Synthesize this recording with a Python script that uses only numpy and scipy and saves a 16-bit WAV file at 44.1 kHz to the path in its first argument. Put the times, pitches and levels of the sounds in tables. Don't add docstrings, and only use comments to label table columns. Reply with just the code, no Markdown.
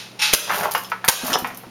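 import sys
import numpy as np
from scipy import signal
from scipy.fft import rfft, irfft, next_fast_len
from scipy.io import wavfile

SR = 44100
rng = np.random.default_rng(int(sys.argv[2]) if len(sys.argv) > 2 else 0)


def bounce(signal):
    frames = np.transpose(np.atleast_2d(signal))
    limited = np.clip(frames, -1, 1)
    pcm = np.round(limited * 32767).astype(np.int16)
    wavfile.write(sys.argv[1], SR, pcm)


N = 74970
T = np.arange(N) / SR

# frequency in Hz, relative level in dB.
TICK_SPECTRUM = [(1500, -13), (4000, -8), (6500, -3.5), (9500, -3.5), (13000, -1), (15000, -5),
                 (17500, -34)]


def amp(db):
    return 10 ** (np.asarray(db) / 20)


def unit(x):
    return x / np.sqrt(np.mean(x ** 2) + 1e-20)


def along(points, hz):
    f, v = np.transpose(points)
    return np.interp(np.log(hz + 1), np.log(f + 1), v)


def filtered(x, response):
    m = 2 * next_fast_len(N // 2 + 4096, True)
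    return irfft(rfft(x, m) * response(np.fft.rfftfreq(m, 1 / SR)), m)[:N]


def coloured(x, spectrum):
    def response(hz):
        log_gain = np.log(unit(amp(along(spectrum, hz))))
        cepstrum = irfft(log_gain)
        half = len(cepstrum) // 2
        cepstrum[1:half] *= 2
        cepstrum[half + 1:] = 0
        return np.exp(rfft(cepstrum))
    return filtered(x, response)


def shifted(spectrum, pitch):
    return [(hz * pitch, db) for hz, db in spectrum]


def fade(t, t60):
    return np.exp(-np.log(1000) * np.clip(t / t60, 0, 4))


def burst(s, db, t60, hold=0):
    return amp(db) * (T >= s) * fade(T - s - hold, t60) * rng.standard_normal(N)


def ring(s, modes, pitch=1):
    t = np.maximum(T - s, 0)
    total = 0
    for hz, db, t60 in modes:
        total += amp(db) * fade(t, t60) * np.sin(2 * np.pi * (hz * pitch * t + rng.random()))
    return (T >= s) * total


def room(x):
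    build_s = 0.0027
    # frequency in Hz, t60 in seconds.
    decay_times = [(150, 1), (1000, 0.57), (3000, 0.74), (8000, 0.54), (15000, 0.27)]
    hz, t, z = signal.stft(rng.standard_normal(SR), SR, nperseg=256)
    envelope = fade(t, along(decay_times, hz)[:, None]) * (1 - np.exp(-t / build_s))
    tail = signal.istft(z * envelope, SR)[1]
    return signal.fftconvolve(x, tail / np.linalg.norm(tail))[:N]


def in_room(x, room_db):
    return x + amp(room_db) * room(x)


def in_box(x):
    t60, box_db, build_s = 0.19, -3, 0.0024
    tail = fade(T, t60) * (1 - np.exp(-T / build_s)) * rng.standard_normal(N)
    return x + amp(box_db) * signal.fftconvolve(x, tail / np.linalg.norm(tail))[:N]


def background():
    air_db = -46
    # frequency in Hz, rms level in dB.
    hum_tones = [(120, -54.5), (188, -52)]
    # frequency in Hz, relative level in dB.
    air_spectrum = [(25, -32), (60, -11.5), (100, -16), (150, -3.5), (260, -3.5), (450, -4), (1000, -8.5),
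                    (1600, -13.5), (2600, -12.5), (6500, -22), (10000, -22.5), (16000, -36)]
    hum = 0
    for hz, db in hum_tones:
        hum += amp(db) * np.sqrt(2) * np.sin(2 * np.pi * (hz * T + rng.random()))
    return hum + amp(air_db) * coloured(rng.standard_normal(N), air_spectrum)


def metal():
    t60, rise_s = 0.51, 0.0058
    modes_db, crowd_db, wash_db = -9.5, -22.5, -3
    # start in seconds, level in dB.
    blows = [(-.14, -16), (.190, -22), (.215, -11)]
    # frequency in Hz, relative level in dB, t60 in seconds.
    clear_modes = [(853, -3.5, 0.42), (2107, -3, 0.21), (2290, 0, 0.13), (2590, 2, 0.48), (2750, 4.5, 0.15),
                   (3270, -4, 0.13), (3581, -16, 0.23), (3686, -6, .35), (3870, -5, .5), (4650, -13.5, .35),
                   (5385, 6, 0.1), (5600, -4, 0.33), (9500, -0.5, 0.2)]
    # frequency in Hz, relative level in dB.
    wash_spectrum = [(180, -40), (300, -44), (725, -15), (828, -11.5), (1040, -18), (1230, -10),
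                     (3830, -2.5), (7820, -10.5), (12100, -18.5), (15200, -25), (16000, -87)]
    crowd_hz = np.geomspace(900, 14500, 60) * (1 + .02 * rng.standard_normal(60))
    crowd = ring(0, [(hz, crowd_db, t60) for hz in crowd_hz])
    out = np.zeros(N)
    for s, db in blows:
        rise = 1 - np.exp(-np.maximum(T - s, 0) / rise_s)
        delayed_crowd = amp(db) * np.interp(T - s, T, crowd, left=0)
        wash = coloured(burst(s, db, t60) + delayed_crowd, wash_spectrum)
        clear = amp(db + modes_db) * ring(s, clear_modes)
        out += rise * (amp(wash_db) * wash + clear)
    return out


def patter(start, end):
    rate_per_s, t60, edge_s, scatter_db = 400, 0.015, 0.037, 4
    chance = rng.random(N)
    size = amp(scatter_db * rng.standard_normal(N))
    contacts = (chance < rate_per_s / SR) * size ** 2
    power = signal.lfilter([1], [1, -fade(1 / SR, t60) ** 2], contacts)
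    gate = np.clip(np.minimum(T - start, end - T) / edge_s + .5, 0, 1)
    return gate * unit(np.sqrt(np.abs(power)) * rng.standard_normal(N))


def tumbling():
    # start in seconds, end in seconds, level in dB, level of the fine chips in dB, pitch factor.
    tumbles = [(0.468, 0.52, -32, -45, 0.98), (0.492, 0.567, -23.5, -34, 1.18),
               (0.555, 0.623, -25, -30, 0.94), (0.633, 0.684, -24.5, -42, 0.88),
               (1.219, 1.289, -28.5, -32, 0.95), (1.282, 1.344, -29, -35, 1.22),
               (1.346, 1.405, -49, -43, 1.2)]
    # frequency in Hz before the pitch factor, relative level in dB.
    piece_spectrum = [(90, -26.5), (150, -14), (330, -13.5), (560, -4), (800, -0.5), (1100, -1.5),
                      (1700, -7.5), (3300, -18.5), (7000, -31), (11000, -36)]
    pieces, chips = 0, 0
    for start, end, db, chips_db, pitch in tumbles:
        pieces += amp(db) * coloured(patter(start, end), shifted(piece_spectrum, pitch))
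        chips += amp(chips_db) * patter(start, end)
    return in_room(in_box(pieces + coloured(chips, TICK_SPECTRUM)), room_db=-10.5)


def thuds():
    rustle_t60, rustle_db = 0.1, -2.5
    # start in seconds, level in dB.
    landings = [(1.234, -26), (1.296, -29), (1.317, -29.5), (1.359, -30.5), (1.423, -31), (1.522, -39),
                (1.668, -40)]
    # frequency in Hz, relative level in dB, t60 in seconds.
    floor_modes = [(166, -6, 0.091), (247.6, 3.5, 0.096), (315, -5, 0.054)]
    # frequency in Hz, relative level in dB.
    rustle_spectrum = [(40, -18), (110, -11), (170, -6), (250, -4.5), (340, -7), (450, -20), (800, -25),
                       (2000, -42)]
    boom, rustle = 0, 0
    for s, db in landings:
        boom += amp(db) * ring(s, floor_modes)
        rustle += burst(s, db + rustle_db, rustle_t60)
    return in_room(boom + coloured(rustle, rustle_spectrum), room_db=-15)


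def clinks():
    grit_t60, grit_db, ring_db = 0.036, 1.5, -6
    # start in seconds, level in dB, pitch factor of the modes.
    clay_contacts = [(.716, -34, 0.7), (0.754, -28.5, .87), (.846, -34, 0.9), (1.331, -15, 1),
                     (1.338, -15.5, 0.9), (1.386, -35.5, 0.74)]
    # frequency in Hz before the pitch factor, relative level in dB, t60 in seconds.
    clay_modes = [(2850, -8, 0.04), (3260, -6, 0.058), (3330, -7, 0.21), (3600, -28, 0.15),
                  (4160, -6, 0.027), (5792, 5, 0.059), (6010, -2, 0.049), (6480, -14, 0.034)]
    # frequency in Hz, relative level in dB.
    grit_spectrum = [(1500, -45), (2600, 9), (3300, 19), (4600, 1.5), (5900, 8), (7000, 5.5), (12000, -4),
                     (16000, -31)]
    direct = 0
    for s, db, pitch in clay_contacts:
        direct += amp(db + ring_db) * ring(s, clay_modes, pitch)
        direct += coloured(burst(s, db + grit_db, grit_t60), grit_spectrum)
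    return in_room(in_box(direct), room_db=-27)


def ticks():
    ring_db, ring_t60 = -9, 0.02
    # start in seconds, level in dB, t60 of the noise in seconds.
    landings = [(.5897, -43, 0.026), (0.6323, -24.5, 0.045), (.711, -25.5, 0.049), (0.7176, -21.5, 0.041),
                (0.7382, -16.5, 0.0065), (0.751, -21.5, 0.038), (0.7783, -25, .05), (0.8363, -30, 0.015),
                (0.8988, -37, 0.054), (1.0473, -21, .02), (1.2648, -22.5, 0.13), (1.3405, -28, 0.018),
                (1.3865, -21, 0.041), (1.4, -53, 0.022), (1.4723, -34, 0.061), (1.547, -33.5, 0.023),
                (1.5728, -29.5, 0.026)]
    rings, contacts = 0, 0
    for s, db, t60 in landings:
        modes = [(hz, db + ring_db, ring_t60) for hz in rng.uniform(9500, 14500, size=3)]
        rings += ring(s, modes)
        contacts += burst(s, db, t60)
    return in_room(in_box(rings + coloured(contacts, TICK_SPECTRUM)), room_db=-9)


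def knocks():
    click_db = 15.5
    # start in seconds, level in dB, t60 in seconds, pitch factor.
    hits = [(0.496, -27, 0.023, 0.52), (.505, -15.5, .05, 0.99), (0.633, -18.5, 0.044, 0.74),
            (.643, -18, 0.019, .7), (0.7497, -8.5, 0.047, 0.97), (.918, -17.5, 0.062, 0.91),
            (1.0427, -17, 0.041, 1.03), (1.0893, -12, 0.022, 0.81), (1.328, -26, 0.12, 0.43),
            (1.342, -16, 0.052, 0.54), (1.357, -12, 0.035, 0.64), (1.4458, -18, 0.051, 0.93),
            (1.503, -27, 0.056, 0.82), (1.634, -38.5, 0.08, 0.69)]
    # frequency in Hz before the pitch factor, relative level in dB.
    knock_spectrum = [(120, -43), (300, -37), (480, -10.5), (720, -7.5), (1050, 1), (1650, -2.5),
                      (2200, -5.5), (3100, -13), (4200, -25), (6500, -28), (10000, -63)]
    direct = np.zeros(N)
    for s, db, t60, pitch in hits:
        contact = burst(s, db, t60)
        contact[int(s * SR)] += amp(db + click_db)
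        direct += coloured(in_box(contact), shifted(knock_spectrum, pitch))
    return in_room(direct, room_db=-17)


def pistol():
    hammer_lead_s, hammer_db, hammer_t60 = .0052, -15, 0.1
    snap_db, snap_t60 = -13, 0.0021
    blast_hold_s, blast_t60 = 0.0039, 0.04
    push_s, push_db = 0.0012, -18
    echo_s, echo_db, echo_t60, room_db = .0125, -4, 0.019, -6.5
    # start of the blast in seconds, level in dB.
    shots = [(0.3353, 0.5), (1.0849, 2)]
    # frequency in Hz, relative level in dB.
    hammer_spectrum = [(120, -42), (200, -12), (869, -11), (2200, -0.5), (5680, -13.5), (7500, -33),
                       (10900, -6.5), (17000, -25)]
    blast_spectrum = [(25, -3), (60, -7.5), (250, -8.5), (650, -4.5), (1000, -4.5), (2200, -5.5),
                      (3100, -2), (4000, -2), (6000, -1.5), (8600, -1.5), (11000, -0.5), (16500, -14.5),
                      (18000, -78)]
    tail_spectrum = [(100, -22), (300, -8), (600, -1), (2000, 2.5), (5000, -0.5), (10000, -1), (16000, 5)]
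    out = np.zeros(N)
    for s, db in shots:
        fall = s - hammer_lead_s
        hammer = coloured(burst(fall, db + hammer_db, hammer_t60), hammer_spectrum)
        snap = coloured(burst(fall, db + snap_db, snap_t60), TICK_SPECTRUM)
        gas = burst(s, db, blast_t60, blast_hold_s)
        slap = burst(s + echo_s, db + echo_db, echo_t60)
        blast = coloured(gas + slap, blast_spectrum)
        push = amp(db + push_db) * (T >= s) * np.exp(-np.maximum(T - s, 0) / push_s)
        tail = amp(room_db) * coloured(room(blast), tail_spectrum)
        out += hammer + snap + blast + push + tail
    return out


def scene():
    far = background() + metal()
    box = tumbling() + thuds() + clinks() + ticks() + knocks()
    return (far + box + pistol())[None]


def record(dry):
    notch_hz, notch_half_width_hz, top_hz = 7860, 1000, 18000
    duck_above_db, duck_share = -17, 0.48
    attack_s, recover_db_per_s = 0.003, 33.5
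    ceiling = 1.0

    def notch(hz):
        detuning = notch_hz ** 2 - hz ** 2
        return detuning / (detuning + 2j * hz * notch_half_width_hz)

    x = filtered(dry[0], notch)
    smoothed = signal.lfilter([1], [1, -np.exp(-1 / (attack_s * SR))], x ** 2)
    level_db = 10 * np.log10(np.abs(smoothed) / (attack_s * SR) + 1e-12)
    wanted_db = duck_share * np.maximum(level_db - duck_above_db, 0)
    ramp_db = recover_db_per_s * T
    duck_db = np.maximum.accumulate(wanted_db + ramp_db) - ramp_db
    x = x * amp(-duck_db)
    x = x / (1 + np.abs(x / ceiling) ** 6) ** (1 / 6)
    return filtered(x, lambda hz: hz < top_hz)[None]


dry = scene()
out = record(dry)
bounce(out)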